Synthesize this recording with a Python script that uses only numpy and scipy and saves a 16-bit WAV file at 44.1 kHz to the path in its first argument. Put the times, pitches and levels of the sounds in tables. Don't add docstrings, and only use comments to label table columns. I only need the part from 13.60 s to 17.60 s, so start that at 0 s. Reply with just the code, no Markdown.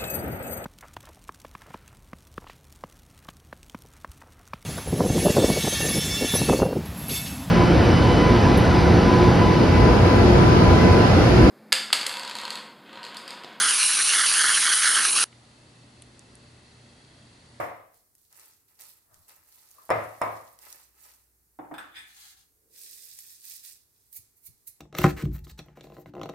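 import sys
import numpy as np
from scipy import signal
from scipy.fft import rfft, irfft, next_fast_len
from scipy.io import wavfile
from scipy.ndimage import uniform_filter1d, map_coordinates

SR = 44100
rng = np.random.default_rng(int(sys.argv[2]) if len(sys.argv) > 2 else 0)


def master(y):
    cut = np.clip(np.atleast_2d(y).T, -1, 1)
    pcm = np.round(cut * 32767)
    wavfile.write(sys.argv[1], SR, pcm.astype(np.int16))


N = 176400
T = np.arange(N) / SR

DRUM_TRIM_DB, SPATTER_TRIM_DB, HISS_TRIM_DB = 0.2, 1.1, 5
SLUGS_PER_S, DROPS_PER_S = 900, 7000
SLAP_T60_S, SLAP_SPLASH_DB = 0.017, -0.5
STOP_S, STOP_FADE_S, TAIL_DB, TAIL_T60_S = 1.642, 0.001, -21.5, 0.091
RUMBLE_TRIM_DB, AIR_DB, CHIRR_TRIM_DB = 4, -58, 1.5
TRILL_PULSES_PER_S, TRILL_FADE_S, TRILL_ECHO_GAIN = 28, 0.16, 0.21
HIGH_CUT_HZ = 11040

# time_s, level_db
DRUM_RIDE = [(0.0, -24), (0.116, -29), (0.126, -33), (0.168, -46.5), (0.186, -35.5), (0.25, -35.5),
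             (0.258, -56), (0.294, -32), (0.368, -41), (0.408, -25), (0.436, -48.5), (0.546, -27),
             (0.582, -28.5), (0.608, -21), (0.622, -30.5), (0.64, -23), (0.668, -39), (0.818, -22.5),
             (0.828, -42), (0.842, -20), (0.882, -28), (0.9, -21.5), (0.925, -27), (0.954, -42),
             (0.978, -22.5), (1.004, -38.5), (1.082, -23), (1.096, -31), (1.124, -23.5), (1.16, -36),
             (1.168, -31), (1.192, -33.5), (1.264, -21), (1.342, -31.5), (1.37, -22), (1.47, -33.5),
             (1.506, -47.5), (1.635, -30.5)]
SPATTER_RIDE = [(0.0, -24.5), (0.144, -24), (0.232, -22.5), (0.254, -26.5), (0.604, -22.5), (0.618, -24.5),
                (1.282, -24), (1.296, -26), (1.488, -25.5), (1.52, -30.5), (1.57, -22.5), (1.635, -24)]
HISS_RIDE = [(0.0, -21), (0.6, -21), (1.05, -21.5), (1.068, -24), (1.15, -20.5), (1.25, -22),
             (1.374, -19.5), (1.382, -21.5), (1.635, -21)]
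WASH_RIDE = [(0, -41.5), (.1, -44.5), (.2, -53), (.4, -48), (.85, -46), (1.15, -48.5), (1.5, -45),
             (1.63, -43)]
# pitch_hz, width_hz, gain_db
HOLLOW_MODES = [(1358, 412, -2), (1668, 435, 0.5), (2237, 220, -12), (4260, 510, -11.5), (6140, 500, -17.5)]
# time_s, squareness (0 glancing, 1 full on)
JET_AIM = [(.11, 0.88), (.15, 0.071), (.51, 0.061), (.55, 1), (.64, 0.93), (.7, 0), (.81, 0.98),
           (.93, 0.88), (.98, 0), (1.05, 1), (1.41, 0.65), (1.49, 0.085)]
# frequency_hz, gain_db
SQUARE_EQ = [(200, -44), (700, -25.5), (1100, -8.5), (2130, -1), (2470, -14), (2950, 3), (3350, 2.5),
             (3750, -6), (4300, -2.5), (5300, -1.5), (5750, -5), (6300, -0.5), (7700, -15.5), (11000, -7)]
GLANCING_EQ = [(200, -45), (700, -22.5), (1200, -3), (1600, -4.5), (1900, -18), (2250, 0), (2870, 3),
               (3230, -6), (4050, 1.5), (4650, -1), (6100, -0.5), (7700, -13.5), (11000, -9.5)]
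HISS_EQ = [(1000, -42.5), (3000, -38.5), (7000, -8), (7900, -11), (8400, -2), (9000, 3), (9500, 1),
           (10200, 2), (11100, 2)]
WASH_EQ = [(25, -14), (60, -12.5), (140, -7), (240, -1.5), (400, 0.5), (650, -4), (950, 1.5), (1500, -8.5),
           (4000, -36)]
# start_s, layer_peak_db
SLAP_CUES = [(1.027, -16.5), (1.053, -15), (1.451, -13), (1.584, -17)]
# frequency_hz, correlation (1 is mono)
JET_IMAGE = [(60, .98), (270, .8), (580, .7), (1100, .97), (2600, .93), (11000, .965)]
# frequency_hz, left_over_right_db
JET_PAN = [(150, 0), (400, -1.5), (750, -3.2), (1800, -3.2), (2250, -1.3), (2700, -2.8), (3900, -.3)]
# frequency_hz, left_lag_rad
JET_LAG = [(100, 0), (650, .3), (950, 0), (2500, -.02), (3200, -.22), (5000, 0), (7600, -.14), (8300, -.06),
           (11000, -.13)]
# time_s, level_db
RUMBLE_RIDE = [(1.65, -65.5), (2.5, -60), (3.0, -62.5), (3.5, -64), (3.96, -62.5)]
# frequency_hz, gain_db
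RUMBLE_EQ = [(15, -26), (65, -1), (130, -6), (230, -2), (350, -5.5), (700, -16), (1500, -35.5)]
AIR_EQ = [(200, -13), (600, 5), (1200, 3.5), (2400, -1.5), (3700, 0.5), (5300, -4), (7500, -6), (11000, -8)]
# frequency_hz, correlation (1 is mono)
YARD_IMAGE = [(130, 0.98), (270, 0.95), (1220, 0.12), (5520, 0.51), (11700, 0.89)]
# pitch_hz, level_db
HUM_PARTIALS = [(87, -69.5), (120, -58), (150.5, -66), (208, -72.5), (240, -67.5), (587, -72.5)]
# time_s, gain_db
HUM_RIDE = [(1.7, -2), (2.5, 2), (2.72, -4), (2.87, 4.5), (3.02, -2.5), (3.24, 4), (3.41, -2), (3.48, 3),
            (3.82, -3.5), (3.93, 5)]
# pitch_hz, width_hz, level_db, crest_s, half_width_s
CHIRR_BANDS = [(1965, 180, -70.5, 3.7, 3.3), (4410, 350, -67.5, 4, 4.2)]
# start_s, peak_db, pitch_hz, width_log_ratio, t60_s
TICK_CUES = [(1.728, -45, 1900, 0.43, 0.016), (2.422, -32, 9200, 0.22, 0.008),
             (2.4228, -39.5, 2900, 0.42, 0.012), (2.4257, -44, 9000, .3, .012),
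             (2.594, -31, 8600, 0.42, 0.0025), (2.7545, -34.5, 8600, .42, .002)]
# pitch_hz, waver_hz, level_db, start_s, end_s
TRILL_CUES = [(2635, 24.6, -65.5, 1.8, 3.92), (3295, 34.2, -64.5, 3.12, 3.8)]


def amp(db):
    return 10 ** (np.asarray(db) / 20)


def unit(x):
    return x / np.sqrt(np.mean(x ** 2) + 1e-20)


def along(points, hz):
    knots_hz, values = np.transpose(points)
    return np.interp(np.log(hz + 1), np.log(knots_hz + 1), values)


def fader(ride):
    return amp(np.interp(T, *np.transpose(ride)))


def wobble(per_s):
    coarse_s = T[::16]
    knots = rng.standard_normal(int(N * per_s / SR) + 4)
    return np.interp(T, coarse_s, map_coordinates(knots, [coarse_s * per_s]))


def filtered(x, response):
    size = next_fast_len(N + SR // 2)
    return irfft(rfft(x, size) * response(np.fft.rfftfreq(size, 1 / SR)), size)[..., :N]


def equalised(x, eq):
    return unit(filtered(x, lambda hz: amp(along(eq, hz))))


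def band(x, pitch_hz, width_hz):
    return unit(filtered(x, lambda hz: np.exp(-((hz - pitch_hz) / width_hz) ** 2 / 2)))


def noise():
    return rng.standard_normal((2, N))


def stereo(pair, image):
    angle = lambda hz: np.arccos(np.clip(along(image, hz), -1, 1)) / 2
    mid, side = filtered(pair, lambda hz: np.array([np.cos(angle(hz)), np.sin(angle(hz))]))
    return unit(np.array([mid + side, mid - side]))


def patter(per_s, scatter_db, noise_db):
    impacts = (rng.random((2, N)) < per_s / SR) * np.sign(noise()) * amp(scatter_db * noise())
    return unit(impacts) + amp(noise_db) * noise()


def wander(x, depth_db):
    spectrogram = signal.stft(x, nperseg=512)[2]
    patches = uniform_filter1d(rng.standard_normal(spectrogram.shape[1:]), size=5, axis=0)
    patches = uniform_filter1d(patches, size=15, axis=1)
    patches = patches - uniform_filter1d(patches, size=21, axis=0)
    return unit(signal.istft(spectrogram * amp(depth_db * unit(patches)), nperseg=512)[1][:, :N])


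def hollows(hz):
    return sum((-1) ** k * amp(db) * 1j * hz * width / (pitch ** 2 - hz ** 2 + 1j * hz * width)
               for k, (pitch, width, db) in enumerate(HOLLOW_MODES))


def drumming():
    slugs = patter(SLUGS_PER_S, scatter_db=4, noise_db=-14.5)
    ring = wander(filtered(slugs, hollows), depth_db=1.1)
    envelope = np.sqrt(np.abs(uniform_filter1d(ring ** 2, size=700, axis=1)) + 1e-6)
    return amp(DRUM_TRIM_DB) * fader(DRUM_RIDE) * ring / envelope


def spatter(flutter):
    aim = np.clip(np.interp(T, *np.transpose(JET_AIM)), 0, 1)
    square = equalised(patter(DROPS_PER_S, scatter_db=5, noise_db=-7), SQUARE_EQ)
    glancing = equalised(patter(DROPS_PER_S, scatter_db=5, noise_db=-7), GLANCING_EQ)
    drops = np.sqrt(aim) * square + np.sqrt(1 - aim) * glancing
    return amp(SPATTER_TRIM_DB + 1.87 * flutter) * fader(SPATTER_RIDE) * wander(drops, depth_db=2.15)


def hiss(flutter):
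    gain_db = HISS_TRIM_DB + 0.48 * flutter + 0.88 * wobble(110)
    return amp(gain_db) * fader(HISS_RIDE) * equalised(noise(), HISS_EQ)


def wash():
    return fader(WASH_RIDE) * amp(1.217 * wobble(25)) * equalised(noise(), WASH_EQ)


def slaps():
    out = 0
    for start_s, peak_db in SLAP_CUES:
        burst = noise()[0] * (T >= start_s) * amp(-60 * np.abs(T - start_s) / SLAP_T60_S)
        hit = unit(filtered(burst, hollows)) + amp(SLAP_SPLASH_DB) * equalised(burst, GLANCING_EQ)
        out = out + amp(peak_db) * hit / np.abs(hit).max()
    return out


def jet():
    flutter = 0.55 * wobble(69.67) + 0.66 * wobble(300)
    water = spatter(flutter) + hiss(flutter) + wash() + drumming()
    spread = stereo(water, JET_IMAGE) * np.sqrt(np.mean(water ** 2))
    spread = spread + slaps() + slaps()
    left_over_right = lambda hz: amp(along(JET_PAN, hz)) * np.exp(-1j * along(JET_LAG, hz))
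    placed = filtered(spread, lambda hz: left_over_right(hz) ** np.array([[0.5], [-0.5]]))
    gate = np.clip((STOP_S - T) / STOP_FADE_S, 0, 1)
    tail = amp(TAIL_DB - 60 * np.maximum(T - STOP_S, 0) / TAIL_T60_S)
    return placed * np.maximum(gate, tail)


def night_bed():
    rumble = stereo(equalised(noise(), RUMBLE_EQ), YARD_IMAGE)
    air = stereo(equalised(noise(), AIR_EQ), YARD_IMAGE)
    return amp(RUMBLE_TRIM_DB) * fader(RUMBLE_RIDE) * rumble + amp(AIR_DB) * air


def motor_hum():
    partials = sum(amp(db + 2.2 * wobble(12)) * np.sin(2 * np.pi * hz * T + 0.23 * wobble(4.1))
                   for hz, db in HUM_PARTIALS)
    return fader(HUM_RIDE) * partials


def chirring():
    out = 0
    for pitch_hz, width_hz, level_db, crest_s, half_width_s in CHIRR_BANDS:
        chirr = band(noise(), pitch_hz, width_hz)
        swell = 1 / (1 + ((T - crest_s) / half_width_s) ** 2)
        out = out + chirr * swell * amp(CHIRR_TRIM_DB + level_db + 1.5 * wobble(29.65))
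    return stereo(out, YARD_IMAGE) * np.sqrt(np.mean(out ** 2))


def ticks():
    out, t = np.zeros(N), T[:SR // 20]
    hz = np.fft.rfftfreq(len(t), 1 / SR)
    lead = SR // 200
    for start_s, peak_db, pitch_hz, width, t60_s in TICK_CUES:
        snap = rng.standard_normal(len(t)) * amp(-60 * t / t60_s) + 4 * (t == 0)
        bell = np.exp(-(np.log((hz + 1) / pitch_hz) / width) ** 2 / 2) * (hz < HIGH_CUT_HZ)
        tick = irfft(rfft(np.roll(snap, lead)) * bell, len(t))
        out[round(start_s * SR) - lead:][:len(t)] += amp(peak_db) * tick / np.abs(tick).max()
    return out


def trills():
    out = 0
    for pitch_hz, waver_hz, level_db, start_s, end_s in TRILL_CUES:
        pulses = np.sin(np.pi * TRILL_PULSES_PER_S * T + 0.34 * wobble(4)) ** 4
        tone = np.sin(2 * np.pi * np.cumsum(pitch_hz + waver_hz * wobble(60)) / SR)
        echo = band(noise()[0], pitch_hz, width_hz=70)
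        fade = np.clip(np.minimum(T - start_s, end_s - T) / TRILL_FADE_S, 0, 1)
        out = out + amp(level_db + wobble(10)) * fade * (pulses * tone + TRILL_ECHO_GAIN * echo)
    return out


def scene():
    yard_fade = np.clip((T - STOP_S) / 0.01, 0, 1)
    return jet() + yard_fade * (night_bed() + motor_hum() + chirring() + trills()) + ticks()


def record(dry):
    return filtered(dry, lambda hz: np.clip((HIGH_CUT_HZ - hz) / 120 + 0.5, 0, 1))


dry = scene()
out = record(dry)
master(out)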